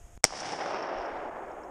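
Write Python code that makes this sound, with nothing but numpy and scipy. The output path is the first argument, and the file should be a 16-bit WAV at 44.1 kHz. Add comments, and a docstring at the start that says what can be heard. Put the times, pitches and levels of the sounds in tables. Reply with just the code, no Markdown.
"""A forest trail: one shotgun blast, heard from a small camera worn by the shooter.
Faint hiss, hum and wind dip just before the shot. Shock fronts from the muzzle set the camera's case
ringing and reflect off the ground, among bright rattles and rustling brush. Thousands of trunks
scatter the shot back as a long roll that swells, grows duller by air absorption and fades,
with a few distinct echoes from tree lines and faint ticks in the trees."""
import sys
import numpy as np
from scipy import signal
from scipy.fft import rfft, irfft
from scipy.io import wavfile
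from scipy.ndimage import uniform_filter1d

SR = 44100
rng = np.random.default_rng(int(sys.argv[2]) if len(sys.argv) > 2 else 0)


def wav_out(sig):
    """Save sig, one row per channel (or a flat mono array), as 16-bit PCM at SR to the path in sys.argv[1]."""
    wavfile.write(sys.argv[1], SR, np.round(np.clip(np.atleast_2d(sig).T, -1, 1) * 32767).astype(np.int16))


N = 74970

# Spectra. Each row: frequency in Hz, relative level in dB.
HISS_SPECTRUM = [(100, -1), (250, -9.5), (650, -10), (900, -14), (2000, -19), (3300, -22.5), (4200, -35),
                 (5500, -23), (6150, -21.5), (6500, -11.5), (7200, -18), (9500, -24), (10500, -31.5),
                 (12000, -27.5), (13500, -31.5), (14200, -58)]
WIND_SPECTRUM = [(10, -1), (35, 4), (65, -3), (100, -13), (200, -30), (600, -61.5)]
RATTLE_SPECTRUM = [(100, -10), (500, -7), (1500, -10), (4000, -11), (5400, 4), (6800, -8), (9700, -15.5),
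                   (10800, -40), (14000, -57)]  # shared by rattles, brush and leaves
MICROPHONE_RESPONSE = [(60, -3.5), (170, -1.5), (350, -3), (700, 0.5), (1500, -0.5), (2300, 3.5),
                       (2800, -6), (3500, -5), (4150, -10.5), (5400, -2), (8000, 2.5), (10300, -15.5),
                       (12400, -15.5), (14000, -35)]  # to the shock fronts
CRACK_SPECTRUM = [(300, -26.5), (1500, -16.5), (2200, -27), (2800, -22), (3500, -18.5), (4100, -23.5),
                  (4650, -11.5), (4900, -6), (5370, 5), (5900, -7.5), (6400, 6.5), (6900, -6), (7300, 2.5),
                  (8100, -0.5), (8500, -9.5), (9050, -8), (10400, -20.5), (12400, -20), (14000, -25)]
NEAR_TREE_SPECTRUM = [(40, -26), (100, -12), (155, -7), (230, -9), (330, -4.5), (450, -6), (600, -3.5),
                      (780, 4.5), (1050, -6.5), (1600, -6.5), (2500, -12.5), (3300, -12.5), (4100, -17.5),
                      (5500, -6.5), (7000, -23), (9400, -25), (11000, -49.5)]  # before air absorption
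FAR_FOREST_SPECTRUM = [(40, -23.5), (100, -24), (170, -19), (240, -13), (350, -3.5), (520, -2), (740, 1),
                       (1050, -4.5), (1600, -7.5), (2500, -11.5), (3300, -15), (4100, -19.5), (4800, -11),
                       (5500, -2.5), (6200, -13.5), (7000, -20), (9400, -28.5), (11000, -51.5)]  # before air absorption
TREE_LINE_SPECTRUM = [(40, -48), (130, -23), (300, -7.5), (720, 2.5), (1100, -0.5), (1800, -10),
                      (4000, -23.5), (5500, -19), (7000, -33), (11000, -68)]
TWIG_SPECTRUM = [(1000, -41), (4400, -17.5), (5400, 5), (5900, -8.5), (6800, -24), (11000, -53)]

# Envelopes. Each row: time in seconds, gain in dB.
WIND_ENVELOPE = [(0, -49), (0.11, -54), (0.16, -50), (0.3, -49), (0.9, -55), (0.98, -41), (1.06, -55),
                 (1.12, -45), (1.2, -48), (1.42, -56), (1.52, -54.5), (1.7, -56.5)]  # before the dip
BACKGROUND_DIP = [(0, 0.5), (0.175, 0.5), (0.18, -17), (0.207, -17), (0.213, -47), (0.3, -8), (0.7, -27.5),
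                  (1.0, -9), (1.7, -4.5)]
ROLL_ENVELOPE = [(0.25, -52.5), (0.305, -46), (0.34, -41), (0.39, -38.5), (0.45, -35), (0.535, -34),
                 (0.572, -37.5), (0.61, -30.5), (0.645, -33), (0.69, -31), (0.755, -28), (0.79, -31),
                 (0.88, -30), (1.02, -30.5), (1.15, -31), (1.27, -33), (1.38, -33.5), (1.7, -36)]  # the forest's echo before its losses along the path

# Shock arrivals. Each row: start in seconds, relative level in dB, length of the overpressure
# in milliseconds, relative level of the case's ringing in dB.
MUZZLE_SHOCKS = [(0.2413, 3, .22, -4.5), (0.24182, -1.5, .12, -8), (0.2427, -1, .3, -0.5)]  # the blast and its reflections off gun and shooter
GROUND_SHOCKS = [(0.249, -9.5, .7, -20)]
# Modes of the camera's case. Each row: frequency in Hz, relative level in dB, seconds to fall 60 dB.
CASE_MODES = [(675.1, -24, .009), (2200, -22, 0.0041), (5380, 0.5, 0.0036), (5460, -20.5, .007),
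              (5934, -14.5, .006), (7760, -9.5, 0.0024), (8230, -3.5, .004), (9030, -24.5, .004)]

# Noise bursts. Each row: start in seconds, level in dB, decay time constant in seconds.
RATTLE_BURSTS = [(0.2364, -37.5, .002), (0.2405, -17, 0.0017), (0.2456, -17.5, 0.00044),
                 (0.2497, -21, 0.0026), (0.402, -35.5, 0.0077)]  # hammer, gun and nearby brush
TREE_LINE_ECHOES = [(0.306, -34.5, 0.00136), (0.3245, -31.5, 0.0013), (0.336, -33, 0.0043),
                    (0.363, -32, 0.0017), (0.4488, -32, .003), (0.6597, -25, .003), (0.744, -30, 0.0044)]
TWIG_TICKS = [(0.52, -42.5, 0.017), (0.825, -40.5, .005), (0.869, -50.5, .004), (0.94, -51, .004),
              (0.972, -51, .004), (0.984, -50, .004), (1.057, -50, .004), (1.458, -67.5, 0.0044),
              (1.515, -64.5, 0.0058), (1.634, -63.5, 0.009)]

SHOT_S, GROUND_S = MUZZLE_SHOCKS[0][0], GROUND_SHOCKS[0][0]


def undb(db):
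    """Amplitude grows tenfold for every 20 dB."""
    return 10 ** (np.asarray(db) / 20)


def unit(x):
    """Normalisation to an rms of 1."""
    return x / np.sqrt(np.mean(x ** 2) + 1e-20)


def clock():
    """Uniform sampling: the time of each sample in seconds."""
    return np.arange(N) / SR


def envelope(points):
    """Gain interpolated in decibels between (seconds, dB) points."""
    return undb(np.interp(clock(), *np.array(points).T))


def tint(x, spectrum):
    """Minimum-phase filtering through (Hz, dB) points, preserving the power of white noise."""
    hz, db = np.array(spectrum, float).T
    bin_hz = np.maximum(np.arange(N + 1) * SR / (2 * N), 1)
    gain = unit(undb(np.interp(np.log(bin_hz), np.log(hz), db)))
    cepstrum = irfft(np.log(gain))
    cepstrum[1:N] *= 2  # folding onto positive time makes the filter causal
    cepstrum[N + 1:] = 0
    return irfft(rfft(x, 2 * N) * np.exp(rfft(cepstrum)))[:N]


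def burst(start, decay_s, hold_s=0):
    """Noise that starts at once, holds and decays exponentially."""
    age = clock() - start
    return rng.standard_normal(N) * (age >= 0) * np.exp(-np.maximum(age - hold_s, 0) / decay_s)


def bursts(rows):
    """Superposition of independent noise bursts, one a row."""
    return sum(undb(db) * burst(start, decay_s) for start, db, decay_s in rows)


def wander(per_s):
    """Slow random modulation: steps smoothed by a moving average, with an rms of 1."""
    step = max(int(SR / per_s), 1)
    steps = np.repeat(rng.standard_normal(N // step + 1), step)
    return unit(uniform_filter1d(steps, step)[:N])


def blast_wave(start, push_s):
    """A sudden overpressure relaxes into a weaker rarefaction."""
    age = np.maximum(clock() - start, 0) / push_s
    return (age > 0) * (1 - age) * np.exp(-age)


def background():
    """Turbulence rumbles on the microphone beside hiss and a pure hum; all dip around the shot."""
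    hiss = undb(-59.5) * tint(rng.standard_normal(N), HISS_SPECTRUM)
    wind = envelope(WIND_ENVELOPE) * tint(rng.standard_normal(N), WIND_SPECTRUM)
    hum = undb(-68) * np.sqrt(2) * np.sin(2 * np.pi * 694 * clock())
    return (hiss + wind + hum) * envelope(BACKGROUND_DIP)


def soft_tick(start=.1757):
    """A weak pressure pulse with a noisy edge is heard as a tick where the dip begins."""
    return undb(-38) * blast_wave(start, push_s=.005) + undb(-54.5) * burst(start, decay_s=.00045)


def rattles():
    """Brief impacts of hammer, gun and brush radiate bright, broadband noise."""
    return tint(bursts(RATTLE_BURSTS), RATTLE_SPECTRUM)


def shock_fronts():
    """The blast wave arrives directly, then by reflection off gun, shooter and ground."""
    arrivals = MUZZLE_SHOCKS + GROUND_SHOCKS
    pressure = sum(undb(db) * blast_wave(start, ms / 1000) for start, db, ms, _ in arrivals)
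    return undb(-4) * tint(pressure, MICROPHONE_RESPONSE)


def case_ring():
    """Each shock front excites the modes of the camera's case, which ring as damped sinusoids."""
    ring = 0
    for start, _, _, strike_db in MUZZLE_SHOCKS + GROUND_SHOCKS:
        age = np.maximum(clock() - start, 0)
        for hz, mode_db, t60 in CASE_MODES:
            decay_db = 60 * np.minimum(age / t60, 3)
            ring += undb(strike_db + mode_db - decay_db) * np.sin(2 * np.pi * hz * age)
    return undb(-2.5) * ring


def muzzle_gas():
    """Expanding gas gives a sharp crack of noise and a slow, low-frequency push."""
    crack = tint(burst(SHOT_S, decay_s=.0004, hold_s=.0013), CRACK_SPECTRUM)
    low_pass = signal.butter(2, 130, fs=SR, output="sos")
    puff = signal.sosfilt(low_pass, blast_wave(SHOT_S, push_s=.007))
    return undb(-10.5) * crack + undb(-29.5) * puff


def undergrowth():
    """Small obstacles scatter short wavelengths: brush and dry leaves return the treble."""
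    brush = undb(-30) * burst(GROUND_S, decay_s=.012)
    leaves = undb(-47.5 + 1.5 * wander(per_s=60)) * burst(GROUND_S, decay_s=.13, hold_s=.28)
    return tint(brush + leaves, RATTLE_SPECTRUM)


def air_absorption(echoes, age):
    """Loss in dB grows with travel time, most in the treble; each half-octave band also flickers."""
    spectrum = rfft(echoes, 2 * N)
    centres_hz = 40 * 2 ** np.arange(0, 9, .5)
    log_hz = np.log(np.maximum(np.arange(N + 1) * SR / (2 * N), 1))
    shimmer_db = 1.5 * wander(per_s=90)  # common to all bands, strongest in the treble
    out = 0
    for hz, selector in zip(centres_hz, np.eye(len(centres_hz))):
        band = irfft(spectrum * np.interp(log_hz, np.log(centres_hz), selector))[:N]
        air_db_per_s = 4.5 * (hz / 1000) ** 1.25
        bass_db_per_s = 2 / (1 + (hz / 147.35) ** 2)  # the bass fades a little too
        flicker_db = .94 * wander(per_s=25) + shimmer_db * min(hz / 4000, 1)
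        out += band * undb(flicker_db - (air_db_per_s + bass_db_per_s) * age)
    return out


def forest_roll():
    """Scattering off trunks: the spreading front meets ever more of them, so the echoes grow denser."""
    t = clock()
    age = np.maximum(t - GROUND_S, 0)
    echoes_per_s = 5000 * (age + .088)
    chance = echoes_per_s / SR
    polarity = rng.choice([-1, 1], N)
    spread_db = np.clip(rng.standard_normal(N), -2, 2)
    arrives = (rng.random(N) < chance) * (age > 0)
    impulses = arrives * unit(polarity * undb(spread_db)) / np.sqrt(chance)  # even power at any density
    echoes = impulses * envelope(ROLL_ENVELOPE)
    far_share = .5 + .5 * np.tanh((t - .6) / .098)  # near trees give way to far forest
    near = tint(echoes * (1 - far_share), NEAR_TREE_SPECTRUM)
    far = tint(echoes * far_share, FAR_FOREST_SPECTRUM)
    return air_absorption(near + far, age)


def tree_lines():
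    """Reflection from rows of trees returns distinct echoes, each smeared into a short burst."""
    return tint(bursts(TREE_LINE_ECHOES), TREE_LINE_SPECTRUM)


def twigs():
    """Small impacts, likely pellets and bits of twig in the trees, radiate faint high ticks."""
    return tint(bursts(TWIG_TICKS), TWIG_SPECTRUM)


def scene():
    """Superposition: the quiet trail, the shot and its echoes add in one channel."""
    shot = rattles() + shock_fronts() + case_ring() + muzzle_gas()
    aftermath = undergrowth() + forest_roll() + tree_lines() + twigs()
    return (background() + soft_tick() + shot + aftermath)[None]


def record(dry):
    """Saturation in the camera rounds the loudest peaks, and a low-pass filter limits the bandwidth."""
    ceiling, cutoff_hz = .92, 14000
    low_pass = signal.ellip(8, .2, 70, cutoff_hz, fs=SR, output="sos")
    return signal.sosfilt(low_pass, ceiling * np.tanh(dry / ceiling))


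dry = scene()
out = record(dry)
wav_out(out)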